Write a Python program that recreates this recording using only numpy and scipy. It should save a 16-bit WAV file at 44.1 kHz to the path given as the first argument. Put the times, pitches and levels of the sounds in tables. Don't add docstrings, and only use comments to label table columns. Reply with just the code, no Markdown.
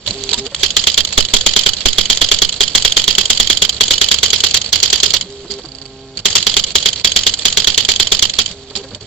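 import sys
import numpy as np
from scipy import signal
from scipy.io import wavfile
from scipy.ndimage import uniform_filter1d

SR = 44100
rng = np.random.default_rng(int(sys.argv[2]) if len(sys.argv) > 2 else 0)


def makeup_ratio(level_db):
    decades = np.asarray(level_db, float) / 20
    return 10 ** decades


def materialize(psi):
    bounded = np.clip(np.atleast_2d(psi).T, -1, 1)
    quanta = np.round(bounded * 32767).astype(np.int16)
    wavfile.write(sys.argv[1], SR, quanta)


N = 399722


def evened(x):
    return x / np.sqrt(np.mean(x ** 2) + 1e-20)


def smooth_noise(size):
    return evened(uniform_filter1d(uniform_filter1d(rng.standard_normal(N), size), size))


def add(mix, s, sound):
    part = mix[..., round(s * SR):][..., :sound.shape[-1]]
    part += sound[..., :part.shape[-1]]


def colour(points):
    f, db = np.transpose(points)
    hz = abs(np.fft.fftfreq(4096, 1 / SR))
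    level = np.interp(np.log(hz + 1), np.log(f), db, right=db[-1] - 36.5)
    log_gain = level * np.log(10) / 20
    return np.fft.ifft(np.exp(np.conj(signal.hilbert(log_gain)))).real[:2048]


def burst(power, s, db, rise_ms, decay_ms):
    ms = np.arange(-12 * 44, 60 * 44) * 1000 / SR
    rise = np.exp(-(ms / max(rise_ms, .1)) ** 2)
    fall = np.exp(-2 * np.maximum(ms, 0) / max(decay_ms, .3))
    add(power, s + ms[0] / 1000, makeup_ratio(2 * np.asarray(db))[:, None] * np.where(ms < 0, rise, fall))


# t/s, level/dB
WHIRR = [(0, -42.5), (.2, -26.5), (.35, -26), (.45, -35), (.5, -47), (.53, -37.5), (.7, -27.5), (1.05, -27),
         (1.14, -25.5), (5.1, -25.5), (5.24, -36.5), (5.48, -36.5), (6.25, -46.5), (6.27, -24), (8.52, -28),
         (8.55, -38), (8.96, -39), (8.972, -50)]
# t/s, level/dB, time to rise 10 dB/ms, time to fall 10 dB/ms
SURGES = [(.075, -20.5, 14, 104), (.51, -32, 14, 36), (0.61, -19.5, 35, 60), (.46, -22.5, 18, 16),
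          (.385, -20, 10, 26), (5.1, -21.5, 206, 120), (5.504, -23.5, 3, 53), (5.64, -39.5, 300, 1498),
          (6.2, -27, 33, 9), (8.78, -30.5, 41, 83), (8.95, -36, 70, 33), (9.012, -32.5, 10, 57)]


def whirr_db():
    ms = np.arange(0, N * 1000 / SR + 1, .5)
    level = np.interp(ms / 1000, *np.transpose(WHIRR))
    for s, db, rise_ms, fall_ms in SURGES:
        fallen = np.maximum((1000 * s - ms) / rise_ms, (ms - 1000 * s) / fall_ms)
        level = np.maximum(level, db - 10 * fallen)
    hush_ms, hush_width_ms = 71, 19
    lull_ms, lull_db = 10.5, -7.5
    for s, _, _, hush_db in SPACES:
        since = ms - 1000 * s
        level += hush_db * np.clip(1 - abs(since - hush_ms) / hush_width_ms, 0, 1)
        level += lull_db * np.clip(1 - abs(since / lull_ms + 1), 0, 1)
    brace_ms, brace_db = 7.4, -7
    for row in STRIKES:
        before = 1000 * row[0] - ms
        level += brace_db * np.clip(2 - before / brace_ms, 0, 1) * (before > 0)
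    return np.interp(np.arange(N) * 1000 / SR, ms, level)


# f/Hz, level/dB per Hz
ROOM = [(20, -12.5), (50, 0.5), (80, -1), (130, -3.5), (200, -6.5), (300, -11.5), (500, -8), (1000, -18.5),
        (2500, -24)]


def room():
    shared, left, right = rng.standard_normal((3, N))
    sides = np.array([shared + 0.11 * left, 1.23 * shared + 0.34 * right])
    wash = signal.oaconvolve(sides, colour(ROOM)[None], axes=1)[:, :N]
    busy = makeup_ratio(.5 * (whirr_db() + 45.0))
    return makeup_ratio(-45.5) * busy * evened(wash)


# f/Hz, level/dB
LEFT = [(170, -29), (400, -18), (800, -21), (1500, -22), (2600, -19), (3250, -13), (4300, -16),
        (6000, -10.5), (7150, -6.5), (7600, -10), (8000, -19.5), (8400, -31)]
# f/Hz, level/dB
RIGHT = [(170, -27), (400, -17.5), (800, -19.5), (1500, -18.5), (2500, -9.5), (3150, 0.5), (3700, -1.5),
         (4500, 1), (5100, -6), (6200, -14.5), (7500, -31), (8400, -34.5)]
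# f/Hz, level/dB
GEARS = [(60, -5), (2000, -0.5), (3200, -3), (4300, -1), (4680, 1.5), (4950, -3), (7300, -2), (8000, 4)]


def chatter():
    shared, left, right = rng.standard_normal((3, N))
    same = 0.63
    drive = same * shared + np.sqrt(1 - same ** 2) * np.array([left, right])
    drive = drive * evened(makeup_ratio(2.3 * smooth_noise(36)))
    z = signal.stft(drive, nperseg=128, noverlap=96)[2]
    patches = uniform_filter1d(rng.standard_normal(z.shape[::-1][:2]), size=9, axis=0)
    patches = evened(makeup_ratio(2.2 * evened(uniform_filter1d(patches, size=2, axis=1))))
    return signal.istft(z * patches.T, nperseg=128, noverlap=96)[1][:, :N]


def rattle(letters, gears):
    drive = chatter()
    habit = np.zeros((2, N))
    for row in STRIKES:
        add(habit, row[0] - .005, drive[:, :4000])
    from_letters = (.9 * drive + .43 * habit) * np.sqrt(letters)
    from_gears = drive[:, ::-1] * np.sqrt(gears)
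    from_gears = signal.oaconvolve(from_gears, colour(GEARS)[None, :400], axes=1)[:, :N]
    taps = np.array([colour(LEFT), colour(RIGHT)])
    taps /= np.sqrt((taps ** 2).sum() / 2)
    return signal.oaconvolve(from_letters + from_gears, taps, axes=1)[:, :N]


# f/Hz, level/dB
MAINS = [
    (59.6, -65),
    (2540, -66),
    (4560, -58),
    (5560, -63.5),
]


def supply_tones():
    t = np.arange(N) / SR
    return sum(makeup_ratio(db) * np.sin(2 * np.pi * hz * t) for hz, db in MAINS)


# t/s, level/dB, length/ms, ring f/Hz
WAKING = [(.0635, -9, 1.17, 3600), (.067, -11, 1.5, 3080), (.0758, -3, 0.67, 3830), (.078, -11, 0.86, 4300),
          (.0795, 0, 0.87, 4020), (.0865, -9, 0.95, 3960), (.097, -24, 3, 4300), (.1075, -4, 1.4, 4230),
          (.111, -13, 1.5, 4400), (.2385, 1, 0.22, 6400), (.2388, -16, 1.15, 4500), (.27, -24, 1.7, 3980),
          (.2915, -5.5, 1.3, 4000), (.296, -10, 1.5, 4300), (.309, -11, 1.5, 4600), (.312, -9, 2, 4500),
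          (.3155, -1.5, 0.93, 4600), (.3155, -17, 1.1, 6850), (.33, -3, 1.1, 3750), (.333, 1, 1.75, 3800),
          (.336, -10, 2.2, 3930), (.3425, -3.5, 2, 3470), (.345, -9, 2.2, 4600), (.373, -20, 3, 4860),
          (.379, -13, 3.1, 3660), (.387, -15, 3, 7000), (.393, -10.5, 3.3, 5040), (.44, -29, 2, 6500),
          (.466, -12.5, 2, 4680), (.47, -21, 2.3, 4600), (.505, -30, 3, 3400), (.527, -31, 1.4, 4300),
          (.547, -5.5, 1.04, 3540), (.5495, -7.5, 1.4, 4150), (.56, -23, 1.1, 3260), (.564, -13, 2, 3270),
          (.594, -28, 4, 3500), (.605, -33, 3, 4200), (.613, -19, 3, 3260), (.71, -23, 2.4, 3420)]
# t/s, level/dB, length/ms, ring f/Hz
RETURNS = [(1.128, -8, 5, 7300), (1.975, -15, 2.8, 4410), (5.225, -15.5, 2.8, 4000),
           (5.303, -25, 1.9, 4730), (5.325, -24, 1.7, 4630), (5.5, -25.5, 1.7, 4680),
           (5.507, -11, 2.5, 4840), (5.512, -10, 2.3, 4260), (5.52, -12, 3, 4740), (5.539, -8, 0.5, 4800),
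           (5.589, -22, 6.8, 4400), (6.173, -12, 1.8, 4500), (6.178, -13.5, 2.8, 4700),
           (6.191, -12, 2.8, 4580), (7.39, -8.5, 2, 7200), (7.394, -11, 3, 3450), (7.322, -14, 3, 4700),
           (7.426, -20, 2, 3400), (7.433, -20, 2, 4500), (2.698, -19, 2.5, 4330), (2.656, -20, 2.5, 4200),
           (4.662, -10, 2, 4500), (4.878, -15, 1.2, 4300), (1.226, -4, 1.5, 4100), (5.517, -18, 3.63, 7030),
           (8.367, -15, 1.4, 4300), (8.48, -18, 2.94, 4800), (8.49, -21, 2.3, 4500),
           (8.512, -22, 3.4, 4720), (8.7, -25, 3, 4700), (8.708, -25, 2.8, 4150), (8.525, -27.5, 4, 4620),
           (8.888, -29, 3, 4270), (8.909, -26, 3, 4360), (8.755, -8, 2.6, 4490), (8.762, -6.5, 2, 4700),
           (8.769, -13, 2, 4430), (8.777, -17, 1.7, 4500), (8.764, -19, 2.3, 7200), (8.776, -20, 2.4, 7200),
           (8.773, -14, 2, 5500), (8.786, -22, 3, 4500), (8.84, -26.5, 5.1, 4500), (8.948, -20, 2.4, 3130),
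           (8.95, -23, 2.4, 4600), (8.96, -29, 3, 4340), (9.01, -34, 2.5, 4180)]
# start t/s, engage level/dB, stop level/dB, hush before next blow level/dB
SPACES = [(1.074, -11.5, -40, -3), (1.287, -11.5, -40, 4), (1.769, -11, -6.5, -1), (2.526, -9.5, -15, -8),
          (2.702, -18, -40, -5), (3.728, -11.5, -17, -9), (4.645, -13, -20, -14), (6.668, -14.5, -14, -16),
          (6.96, -13, -14.5, -16), (7.375, -35, -14, -10), (8.338, -10.5, -23, 4)]
# t/ms after its start, level/dB, length/ms, ring f/Hz
ENGAGE = [
    (0, 0, 3.5, 4070),
    (16, -4, 2.5, 4300),
]
# t/ms after its start, level/dB, length/ms, ring f/Hz
STOP = [
    (38, 0, 2.5, 4350),
    (46, -6, 2.4, 4300),
    (53, -8, 3, 3300),
]
# t/s, level/dB, length/ms, ring f/Hz
RATCHET = [(5.636, -24, 2, 4800), (5.651, -22, 1.8, 4600), (5.657, -16, 2.5, 4620), (5.688, -21, 2, 4700),
           (5.719, -18, 1.8, 4580), (5.75, -18, 2.1, 4600), (5.756, -20, 1.5, 4600),
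           (5.786, -17.5, 1.47, 4580), (5.816, -19, 1.5, 4600), (5.823, -20, 1.97, 4640),
           (5.855, -19, 1.5, 4540), (5.861, -19, 1.8, 4610)]


def knock_rows():
    moves = []
    for start, engage_db, stop_db, _ in SPACES:
        for db, parts in ((engage_db, ENGAGE), (stop_db, STOP)):
            for ms, over_db, length, hz in parts:
                moves.append((start + ms / 1000, db + over_db, length, hz))
    return WAKING + RETURNS + moves + RATCHET


def knocks():
    power, rings = makeup_ratio(2 * whirr_db()) * np.ones((2, 1)), np.zeros((2, N))
    t, rows = np.arange(1500) / SR, knock_rows()
    carriage_back_s = 5.49
    for (s, db, ms, hz), (side, detune) in zip(rows, rng.standard_normal((len(rows), 2))):
        pan_db = -11 + 3.5 * side
        rattle_db = db - 5.5 + ms / 2
        if carriage_back_s <= s <= RATCHET[-1][0]:
            rattle_db -= 4.5
        if s < STRIKES[0][0]:
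            rattle_db -= 1
        burst(power, s, rattle_db + np.array([.8 * (pan_db + 12), 0]), .45 * ms, 1.6 * ms)
        tone = np.sin(2 * np.pi * hz * (1 + 0.0073 * detune + 0.0065) * t)
        swell = np.exp(-t / (0.001 * ms)) * (1 - np.exp(-t / (0.00066 * ms)))
        ring_db = db + 9.5 - ms + np.array([[pan_db - 8], [0]])
        add(rings, s - .0003 * ms, makeup_ratio(ring_db) * tone * swell)
    return power, rings


# t/s, level/dB, f/Hz
THUDS = [(0.071, -30, 590), (.085, -33, 109), (0.104, -32.5, 200), (.315, -30, 416), (0.516, -33.5, 560),
         (0.339, -28.5, 960), (0.375, -31, 227), (0.457, -30.5, 470), (5.237, -35.5, 180),
         (5.444, -35, 344), (5.499, -37, 210), (5.585, -35.5, 497), (5.64, -34, 327), (5.655, -39.5, 145),
         (6.164, -40, 190), (6.185, -36, 110), (8.491, -40, 178), (8.501, -43, 175), (8.752, -31.5, 210),
         (8.839, -35, 530), (8.705, -36.5, 420), (8.76, -40, 796), (8.895, -38, 106), (8.925, -35, 101),
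         (8.92, -36, 203), (8.795, -38, 477), (8.909, -36, 470), (8.953, -38, 610), (9.011, -38.5, 405),
         (9.018, -37, 109)]


def thuds():
    out, t = np.zeros(N), np.arange(4000) / SR
    for s, db, hz in THUDS:
        cycles = t * hz ** 0.42 / 0.095
        low_pass = signal.butter(2, min(3.15 * hz, 5000), fs=SR)
        rough = evened(signal.lfilter(*low_pass, rng.standard_normal(4000)))
        body = np.sin(2 * np.pi * hz * t) + 0.5 * rough
        add(out, s, makeup_ratio(db) * cycles * np.exp(1 - cycles) * body)
    return out


# start t/s, end t/s, third-order level/dB, other orders level/dB, swell/s
HUM = [
    (0.127, 0.311, -32, -48.5, 0.03),
    (0.368, 0.467, -30, -47, 0.028),
    (5.247, 5.47, -36, -57, 0.021),
    (5.492, 5.599, -31.5, -52.5, 0.0084),
    (5.672, 5.838, -49, -53, 0.02),
    (5.798, 6.174, -41, -51.5, 0.062),
    (8.507, 8.757, -41.5, -57, 0.04),
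    (8.761, 8.823, -32, -53, 0.013),
    (8.824, 8.904, -42, -50.5, 0.012),
    (9.024, 9.064, -46, -64, 0.018),
]
# multiple of the step rate, level/dB
ORDERS_DB = [(1, 3), (2, 7), (5, -3), (6, -2), (8, -7), (10, -12), (12, -13.5)]


def stepper_motors():
    out, step_hz = np.zeros(N), 133.5
    phases = rng.random(len(ORDERS_DB))
    waver = makeup_ratio(1.1 * smooth_noise(900))
    for start, end, third_db, stack_db, swell in HUM:
        run = slice(round(start * SR), round(end * SR))
        since = np.arange(N)[run] / SR - start
        speed = 1 - 0.11 * np.exp(-4 * since / swell) + 0.047 * np.log(waver[run])
        turns = step_hz * np.cumsum(speed) / SR
        stack = sum(makeup_ratio(db) * np.sin(2 * np.pi * (k * turns + phase))
                    for (k, db), phase in zip(ORDERS_DB, phases))
        third = np.sin(2 * np.pi * 3 * turns)
        fade = np.minimum(since / swell, (since[-1] - since) / 0.0034)
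        on = np.clip(fade, 0, 1) * waver[run]
        add(out, start, on * (makeup_ratio(third_db) * third + makeup_ratio(stack_db) * stack))
    return out


# t/s, rebound level/dB, ribbon pawl level/dB, microphone jolt level/dB
LINE_START = [(0.6325, -7, -9.5, -19.5), (0.7666, -7, -10, -19), (0.8702, -8, -9.5, -37),
              (0.9767, -4.5, -10, -12.5), (1.1773, -4, -11, -2), (1.3377, -2.5, -10, -3),
              (1.4632, -6.5, -9.5, -9), (1.5627, -3, -11, -12.5), (1.662, -4, -11, -11.5),
              (1.8571, -4, -9.5, -2.5), (1.9832, -6, -10, -8), (2.1, -5, -9, -10.5), (2.2152, -5, -10, -10),
              (2.315, -4.5, -9, -9.5), (2.4191, -6, -9.5, -10), (2.6064, -4, -9.5, -12.5),
              (2.7503, -4.5, -9, -12.5), (2.8491, -6.5, -7, -12), (2.968, -5, -8, -11)]
# t/s, rebound level/dB, ribbon pawl level/dB, microphone jolt level/dB
LINE_END = [(3.0789, -4, -11, -13.5), (3.1822, -4, -8.5, -18), (3.3016, -6, -10, -15.5),
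            (3.3998, -9, -8.5, -11), (3.4997, -5, -7, -16), (3.6208, -4.5, -5, -19), (3.808, -4, -8.5, -16),
            (3.9077, -3.5, -9, -16), (4.0137, -4, -6, -23), (4.1136, -4, -8, -28),
            (4.2313, -3.5, -6, -22.5), (4.3313, -6.5, -7.5, -41), (4.4377, -3.5, -9, -35),
            (4.5428, -3.5, -9.5, -48), (4.7289, -2, -10.5, -24), (4.8292, -4.5, -7, -37),
            (4.9289, -4.5, -7.5, -37), (5.0322, -3, -8.5, -43), (5.138, -6, -9, -22)]
# t/s, rebound level/dB, ribbon pawl level/dB, microphone jolt level/dB
NEXT_LINE = [(6.255, -11.5, -16, -25), (6.354, -6.5, -11, -30), (6.468, -6.5, -11, -18),
             (6.567, -6.5, -7, -16), (6.754, -8, -11, -24), (6.858, -3.5, -10.5, -36),
             (7.0459, -5.5, -9, -25), (7.162, -7.5, -10.5, -19), (7.266, -9, -9, -21),
             (7.4534, -5, -9, -17), (7.572, -5.5, -7, -18), (7.672, -4.5, -10.5, -13.5),
             (7.777, -7, -9, -33), (7.888, -7, -8, -20), (7.9986, -5.5, -8, -16.5), (8.1199, -6.5, -7, -15),
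             (8.2242, -7, -11, -17), (8.3876, -9, -10, -23)]
STRIKES = LINE_START + LINE_END + NEXT_LINE
# t/ms after the blow, rise/ms, decay/ms, level/dB over its column
FLIGHT, BLOW, CLATTER = (-1.5, 3.2, 7, -9.5), (0.34, 0.27, 6.7, 3.9), (9.8, 7.2, 12.2, 1.56)
LATCH, REBOUND = (24, -0.5, 4.5, -9.5), (30.5, 3.5, 6.5, -6)
STEP, PAWL = (49.6, 3.4, 23, 0.94), (74, 1.56, 4.5, -2.5)


def effort():
    power = np.zeros((2, N))
    sides = rng.normal(0, 2.9, (len(STRIKES), 7))
    gaps = np.diff(np.transpose(STRIKES)[0], append=N / SR)
    step_levels = np.where(gaps > .17, -55, -19.5 - 120 * (gaps - .1))
    blow_db = -9
    for (s, rebound, pawl, _), step, side in zip(STRIKES, step_levels, sides):
        parts = [(FLIGHT, blow_db, -2), (BLOW, blow_db, 8), (CLATTER, blow_db, -3), (LATCH, rebound, -1.5),
                 (REBOUND, rebound, -3), (STEP, step, 0), (PAWL, pawl, -1)]
        for ((ms, rise_ms, decay_ms, over_db), db, left_db), vary in zip(parts, side):
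            levels = db + over_db + np.array([left_db + vary, 0])
            burst(power, s + ms / 1000, levels, rise_ms, decay_ms)
        snaps = [(REBOUND, rebound, 0), (PAWL, pawl, -1), (STEP, step, 7.5)]
        for (part, db, snap_db), vary in zip(snaps, side):
            levels = db + snap_db + vary + np.array([-3., 0])
            burst(power, s + (part[0] + 0.27 * vary) / 1000, levels, 0.21, 0.83)
    return power


# f/Hz, t60/s, left level/dB, right level/dB
HAMMER = [(80.4, 0.27, -27, -25.5), (203, 0.21, -30, -27.5), (403, 0.049, -15, -18), (326, 0.023, -27, -35),
          (684, 0.007, -13, -25), (1000, 0.01, -9.5, -10), (1780, 0.026, -22, -7.5),
          (2298, 0.02, -26, -3.5), (3800, 0.0092, -6, -4), (1444, 0.028, -11.5, -36), (3252, 0.039, 3, 9),
          (4230, 0.033, -13, -7.5), (4500, 0.025, -21, -2), (4833, 0.054, -42, -12.5),
          (5887, 0.053, -14.5, -15), (6907, 0.026, -18, -14)]
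# t/s, level/dB
TRAVEL = [(.6, -6), (1.5, -3.5), (3.7, -2.5), (4.3, -6.5), (4.6, -11), (4.83, -21), (5.0, -10.5),
          (5.2, -15), (6.2, -4.5), (8.4, -5.5)]


def hammer():
    out, t = np.zeros((2, N)), np.arange(3000) / SR
    attack = 1 - np.exp(-t / .00025)
    bent_t = t + 0.0002544 * (1 - np.exp(-t / 0.00088))
    chance = rng.standard_normal((len(STRIKES), len(HAMMER), 2))
    for row, luck in zip(STRIKES, chance):
        travel_db = np.interp(row[0], *np.transpose(TRAVEL))
        for (hz, t60, *db), (detune, vary) in zip(HAMMER, luck):
            share = 0.29 if hz < 2500 else 1 if hz < 4000 else -.5
            turns = hz * (1 + (0.0082 + 35 / (hz + 100)) * detune / 2) * bent_t
            level = -60 * t / t60 + 1.2 * vary + travel_db * share
            ring = makeup_ratio(level) * np.sin(2 * np.pi * turns) * attack
            add(out, row[0] - .0002, makeup_ratio(db)[:, None] * ring)
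    return out


def jolts():
    out, t = np.zeros((2, N)), np.arange(6000) / SR
    low_pass = signal.butter(2, 700, fs=SR)
    shoves = evened(signal.lfilter(*low_pass, rng.standard_normal((len(STRIKES), 6000))))
    push = (1 - np.exp(-t / 0.00045)) * np.exp(-(t / 0.014) ** 2)
    swing_back = 0.32 * np.exp(-((t - .045) / 0.027) ** 2)
    for row, shove in zip(STRIKES, shoves):
        swing = push * (1 + 0.63 * shove) - swing_back
        add(out, row[0], makeup_ratio(row[3]) * np.array([[.08], [.9]]) * swing)
    return out


# f/Hz, rebound level/dB, pawl level/dB, left microphone level/dB
SEATING = [(3105, 2.5, 2, -19), (3400, -3, -1, -14), (4600, -3.5, -3, -14), (4940, -3, -8.5, -12),
           (6280, -38, -24.5, 13), (6830, -26, -20, 17), (7330, -38, -25, 19)]


def seating():
    out, ms = np.zeros((2, N)), np.arange(-400, 800) * 1000 / SR
    seat_ms = 4
    rise = np.exp(-(ms / (0.47 * seat_ms)) ** 2)
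    fall = np.exp(-np.maximum(ms, 0) / (1.03 * seat_ms))
    bell = np.where(ms < 0, rise, fall)
    for s, rebound, pawl, _ in STRIKES:
        travel_db = 0.35 * np.interp(s, *np.transpose(TRAVEL))
        for late_ms, db, column in ((REBOUND[0], rebound, 1), (PAWL[0], pawl, 2)):
            for part in SEATING:
                hz, left_db = part[0], part[3]
                detune, vary, phase = rng.standard_normal(3)
                level = db + part[column] + 1.26 * vary
                level += travel_db * (hz < 4000)
                tone = np.sin(2 * np.pi * (hz * (1 + 0.019 * detune) * ms / 1000 + phase))
                add(out, s + (late_ms + ms[0]) / 1000, makeup_ratio(level + np.array([[left_db], [0]])) * bell * tone)
    return out


def scene():
    gears, rings = knocks()
    motors = np.sqrt(2) * makeup_ratio([[-.5], [.5]]) * (supply_tones() + thuds() + stepper_motors())
    return room() + rattle(effort(), gears) + motors + rings + hammer() + jolts() + seating()


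def top_cut(x):
    return signal.sosfilt(signal.butter(12, 16300, fs=SR, output="sos"), x)


def record(dry):
    camera_rate = 16000
    taps = signal.firwin(201, 8220, window=("kaiser", 8), fs=SR)[None]
    narrow = signal.oaconvolve(np.clip(dry, -1.15, 1.15), taps, "same")
    loud = np.clip(uniform_filter1d(narrow ** 2, size=200, axis=1) - .1, 0, 1)
    mirror = narrow * np.cos(2 * np.pi * camera_rate * np.arange(N) / SR) * loud
    mirror -= signal.oaconvolve(mirror, taps, "same")
    above = signal.oaconvolve(mirror, signal.firwin(61, 13700, fs=SR)[None], "same")
    return top_cut(np.clip(narrow + makeup_ratio(-11.5) * above, -1, 1))


dry = scene()
out = record(dry)
materialize(out)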